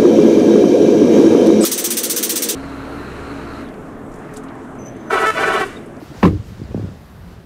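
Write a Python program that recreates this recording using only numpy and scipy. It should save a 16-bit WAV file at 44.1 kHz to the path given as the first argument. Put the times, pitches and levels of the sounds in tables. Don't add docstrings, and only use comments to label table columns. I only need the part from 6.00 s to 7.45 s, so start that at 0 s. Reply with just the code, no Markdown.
import sys
import numpy as np
from scipy import signal
from scipy.fft import rfft, irfft
from scipy.io import wavfile
from scipy.ndimage import uniform_filter1d, map_coordinates

SR = 44100
rng = np.random.default_rng(int(sys.argv[2]) if len(sys.argv) > 2 else 0)


def wrap_up_sound(samples):
    columns = np.atleast_2d(samples).T
    tamed = np.clip(columns, -1, 1)
    steps = np.round(tamed * 32767).astype(np.int16)
    wavfile.write(sys.argv[1], SR, steps)


def linear_from_db(decibels):
    return 10 ** (np.asarray(decibels, float) / 20)


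N = 63945

CLOTH_FLUTTER_DB = 1.2


def unit(x):
    return x / np.sqrt(np.mean(x ** 2) + 1e-20)


def along(points, hz):
    f, v = np.transpose(points)
    return np.interp(np.log(hz + 1), np.log(f + 1), v)


def curve(rows):
    return np.interp(np.arange(N) / SR, *np.transpose(rows))


def wobble(rate):
    return map_coordinates(rng.standard_normal(300), [np.arange(N) * rate / SR])


def rush(spectrum, patchy_db):
    hz, _, z = signal.stft(rng.standard_normal(N + 2048), SR, nperseg=2048)
    patches = uniform_filter1d(rng.standard_normal(z.shape), 20, 0)
    patches = unit(uniform_filter1d(patches, 3, 1))
    colour = along([(6, -120)] + list(spectrum) + [(17000, -120)], hz)[:, None]
    noise = signal.istft(z * linear_from_db(patchy_db * patches + colour), nperseg=2048)[1]
    return unit(noise[:N])


def add(track, s, sound):
    part = track[round(s * SR):][:len(sound)]
    part += sound[:len(part)]


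def attack(t, rise_s):
    return 1 - np.exp(-t / rise_s)


def smooth_attack(t, rise):
    return 1 - np.exp(-(t / rise) ** 2)


def ring(modes, hardness_hz, t):
    hz, db, t60 = np.transpose(modes)[..., None]
    luck_db = rng.normal(0, 1.6, hz.shape)
    hz = hz * np.exp(0.0523 * rng.standard_normal(hz.shape))
    swell = smooth_attack(t * hz, 1.13)
    dulling = 1 + (hz / hardness_hz) ** 2
    level = linear_from_db(db + luck_db - 60 * t / t60) / dulling
    return (level * swell * np.sin(2 * np.pi * hz * t)).sum(0)


def street_hiss():
    # t/s, level/dB
    street_level = [(0, -44), (.2, -42), (.3, -45), (.43, -47.5), (.5, -45), (.68, -48), (.8, -47),
                    (1.1, -47), (1.45, -47)]
    # f/Hz, density/dB
    hiss_tone = [(250, -2), (600, -5.5), (1700, -12), (2200, -17.5), (4500, -23), (7500, -31),
                 (11000, -35.5), (15700, -39)]
    level = linear_from_db(curve(street_level) + 2 + 1.86 * wobble(8.13))
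    return level * rush([(120, -3.5)] + list(hiss_tone), patchy_db=0.85)


def rumble():
    # t/s, level/dB
    shaking = [(0, -2.5), (.2, -3.5), (.26, 6.5), (.33, 12.5), (.43, 4), (.58, 0.5), (.65, 1), (.72, 5),
               (.88, 2.5), (.96, 2), (1.08, -3.5), (1.15, -0.5), (1.3, 2.5), (1.45, -3.5)]
    # f/Hz, density/dB
    rumble_tone = [(12, -59), (20, -44), (42, -8.5), (75, -1), (130, -9.5), (182, -6.5), (248, -17.5),
                   (500, -24.5), (650, -30.5), (1100, -120)]
    level = linear_from_db(-38 + curve(shaking) + 0.7 * wobble(13.0))
    return level * rush(list(rumble_tone)[:-1] + [(900, -39)], patchy_db=1.5)


def upholstery():
    # t/s, level/dB
    rubbing = [(0, -68), (.06, -59.5), (.12, -62), (.2, -53.5), (.32, -61), (.42, -62.5), (.49, -57.5),
               (.56, -61), (.7, -64.5), (.8, -61.5), (.9, -64), (1.0, -65.5), (1.2, -78), (1.33, -78),
               (1.45, -85)]
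    # f/Hz, level/dB
    cloth_tone = [(1800, -5), (3000, -2.5), (5000, -2), (7500, -7), (9000, -14.5), (12000, -28),
                  (16000, -28)]
    level = linear_from_db(curve(rubbing) + 4 + CLOTH_FLUTTER_DB * wobble(28.6))
    return level * rush(cloth_tone, patchy_db=CLOTH_FLUTTER_DB)


def sleeve():
    # t/s, level/dB
    swish = [(0, -64), (.04, -61), (.13, -65.5), (.19, -61), (.24, -55), (.32, -68), (.42, -72),
             (.48, -61.5), (.55, -64), (.58, -67), (.86, -79), (.97, -66), (1.08, -62.5), (1.17, -64),
             (1.23, -66), (1.33, -65.5), (1.36, -76), (1.45, -69)]
    # f/Hz, level/dB
    sleeve_tone = [(6000, -14), (8500, -7), (10000, -5), (11500, -1), (12800, -3.5), (14000, -2),
                   (15000, -7), (16000, -14)]
    level = linear_from_db(curve(swish) + CLOTH_FLUTTER_DB * wobble(20.6))
    return level * rush(sleeve_tone, patchy_db=CLOTH_FLUTTER_DB)


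def cabin(x):
    # f/Hz, t60/s
    cabin_decay = [(100, 0.24), (1000, 0.075), (10000, 0.16)]
    hz, t, z = signal.stft(rng.standard_normal(SR // 3), SR, nperseg=256)
    fade = linear_from_db(-60 * t / along(cabin_decay, hz)[:, None])
    tail = signal.istft(z * fade, SR, nperseg=256)[1]
    late = np.pad(x, (150, 0))
    return signal.fftconvolve(late, tail / np.linalg.norm(tail))[:N]


def tick():
    # t/s, level/dB, f/Hz, t60/s
    s, db, hz, t60 = (.637, -40, 4900, .014)
    out, t = np.zeros(N), np.arange(SR // 4) / SR
    add(out, s, linear_from_db(db - 60 * t / t60) * np.sin(2 * np.pi * hz * t) * attack(t, 0.0003))
    return out


def knocks(blows, body_db):
    # f/Hz, level/dB, t60/s
    cushion = [(85, -9, 0.13), (105, 20.5, 0.088), (158, -23, 0.054)]
    sag_s, rise_cycles = 0.003, 0.7
    out, t = np.zeros(N), np.arange(SR // 4) / SR
    for s, db, hz, end_hz, cycles in blows:
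        turn = end_hz * t + (hz - end_hz) * sag_s * attack(t, sag_s)
        shape = smooth_attack(turn, rise_cycles) * np.exp(-(turn / cycles) ** 4)
        thud = shape * np.sin(2 * np.pi * turn)
        boom = linear_from_db(body_db) * ring(cushion, 280, t)
        add(out, s, linear_from_db(db) * (thud + boom))
    return out


def settle_knocks():
    # t/s, peak/dB, first pitch f/Hz, last pitch f/Hz, length/cycles
    settling = [(0.588, -24, 140, 98, 1.15), (0.598, -21.5, 430, 206, 1.53), (0.615, -15.5, 360, 225, 1.4),
                (.612, -26.5, 171, 148, 2.8), (.640, -25.5, 110, 85, 1.6), (0.635, -25.5, 295, 241, 2.1),
                (0.708, -31.5, 350, 308, 2.8), (.7135, -30.5, 523, 427, 2.6), (0.715, -20.5, 260, 141, 2.4),
                (0.7449, -11, 724, 115, 2.85), (0.7609, -14.5, 250, 190, 1.8), (0.775, -22, 690, 300, 2.4),
                (0.7779, -9.5, 191, 167, 1.45), (0.7953, -20, 596, 237, 2.9), (0.807, -20.5, 151, 111, 2.6),
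                (.826, -19.5, 422, 229, 2.2), (0.8351, -13, 169, 126, 1.53), (0.845, -17, 463, 121, 1.8),
                (0.86, -24, 532, 218, 1.86), (0.866, -20, 125, 100, 1.8), (.728, -21, 120, 103, 1.1),
                (.895, -32, 111, 95, 2.4), (.886, -22, 364, 196, 1.93), (0.911, -30.5, 230, 189, 3.2),
                (1.221, -30, 111, 93, 2.5), (1.239, -37.5, 203, 179, 9.5), (1.292, -34, 94, 79.5, 2.9),
                (1.363, -37, 105, 92, 2.1), (1.381, -38, 253, 181, 5.6)]
    return knocks(settling, body_db=-21)


def swing_knocks():
    # t/s, peak/dB, first pitch f/Hz, last pitch f/Hz, length/cycles
    swinging = [(.0155, -27, 880, 397, 2.94), (0.022, -26, 356, 304, 4.34), (0.098, -26, 170, 129, 2.8),
                (0.111, -29.5, 332, 305, 4.3), (0.151, -23, 303, 180, 1.13), (0.177, -25, 80, 72.6, 1.6),
                (0.2287, -7.5, 893, 817, 4.9), (0.2301, 0, 264, 227, 3.12), (0.2442, -10, 229, 183, 1.8),
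                (0.2548, -4.5, 185, 145, 1.97), (0.2646, -9, 300, 247, 2.6), (.277, -8.5, 360, 315, 2.8),
                (0.243, -8.5, 87, 82, 3), (0.259, -26, 159, 160.2, 9.8), (0.2508, -8.5, 1042, 1078, 6),
                (0.325, -27, 306, 300.3, 14.8), (.287, -22, 172, 152, 3.2), (0.297, -11.5, 328, 288, 3),
                (.328, -22, 420, 386, 4.6), (0.345, -14.5, 140, 88, 2.2), (0.391, -18, 160, 90, 1.9),
                (0.456, -44, 105, 96, 1.6), (0.509, -34.5, 119, 88, 1.4)]
    return knocks(swinging, body_db=-19)


def puff():
    # f/Hz, level/dB
    puff_tone = [(2500, -11), (5000, 3.5), (9000, -3.5), (12000, -11), (14500, -15), (16000, -19)]
    out, t = np.zeros(N), np.arange(SR // 2) / SR
    add(out, 0.229, linear_from_db(-42.5) * smooth_attack(t, 0.0016) * np.exp(-(t / 0.055) ** 3))
    return out * linear_from_db(2.4 * wobble(89)) * rush(puff_tone, patchy_db=CLOTH_FLUTTER_DB)


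def cracks():
    # t/s, peak/dB, t60/s
    strikes = [(0.2294, -17.5, 0.01), (0.2323, -27, 0.015), (0.2376, -33, .01), (0.242, -29, .012),
               (0.2452, -33, 0.0073), (0.253, -23, 0.015), (0.256, -26, 0.007), (0.2621, -29.5, 0.016),
               (0.271, -36, 0.013), (0.2792, -33, 0.016), (0.282, -43, .012)]
    # f/Hz, level/dB
    crack_tone = [(1500, -1), (2200, 4), (3500, 3), (5500, -14), (8500, -21), (11000, -24), (14000, -16),
                  (16000, -24)]
    bursts, t = np.zeros(N), np.arange(SR // 20) / SR
    for s, db, t60 in strikes:
        add(bursts, s, linear_from_db(db - 60 * t / t60) * attack(t, 0.0003))
    return bursts * rush(crack_tone, patchy_db=0)


def slam():
    # t/s, level/dB, hardness f/Hz, rattle level/dB
    contacts = [(0.225, -35, 900, -22.5), (0.2302, -10, 2750, -8), (.233, -10, 426, -18.5),
                (0.2377, -16, 900, -17), (0.2418, -16, 1000, -17), (0.2497, -16.5, 804, -19),
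                (0.2546, -11, 2450, -11.5), (0.2641, -24.5, 790, -35), (.271, -19, 900, -33),
                (0.278, -20, 600, -25), (0.299, -22, 400, -37)]
    # f/Hz, level/dB, t60/s
    frame_modes = [(85.3, -8, 0.35), (160, -2.5, 0.14), (185.7, -7.5, 0.19), (273.4, -4, 0.077),
                   (313.4, -6.5, 0.22), (372, -5.5, 0.12), (476.7, -5, 0.078), (3500, -34, 0.022),
                   (885, -16, 0.021), (1120, -8, 0.018), (1241.5, -17.5, 0.077), (1853, -0.5, 0.014),
                   (676, -7.5, 0.029), (2470, -20, 0.013)]
    # f/Hz, density/dB
    rattle_tone = [(500, -0.5), (900, -6), (1500, -13), (2300, -19), (3500, -24.5), (5000, -35.5),
                   (8000, -67), (15000, -47)]
    frame, rattle, t = np.zeros(N), np.zeros(N), np.arange(SR // 2) / SR
    fade = linear_from_db(-60 * t / 0.02) + linear_from_db(-14.5 - 60 * t / 0.11)
    burst = fade * smooth_attack(t, 0.00054)
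    for s, db, hardness_hz, rattle_db in contacts:
        add(frame, s, linear_from_db(db + 6.0) * ring(frame_modes, hardness_hz, t))
        add(rattle, s, linear_from_db(rattle_db) * burst)
    return frame + rattle * rush(rattle_tone, patchy_db=3.5)


def scene():
    background = street_hiss() + rumble() + upholstery() + sleeve()
    soft = settle_knocks() + swing_knocks() + tick()
    hit = slam() + cracks() + puff()
    tail = linear_from_db(-15.5) * cabin(hit + linear_from_db(-7) * soft)
    return (background + soft + hit + tail)[None]


def low_pass(x):
    return signal.sosfilt(signal.butter(12, 15860, fs=SR, output="sos"), x)


def record(dry):
    low_cut_hz, top_hz = 42, 15800
    clip_top, clip_hard = 0.97, 4
    x = signal.sosfilt(signal.butter(3, low_cut_hz, "high", fs=SR, output="sos"), dry)
    x = x / (1 + np.abs(x / clip_top) ** clip_hard) ** (1 / clip_hard)
    x = irfft(rfft(x) * (np.fft.rfftfreq(N, 1 / SR) < top_hz), N)
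    return low_pass(x)


dry = scene()
out = record(dry)
wrap_up_sound(out)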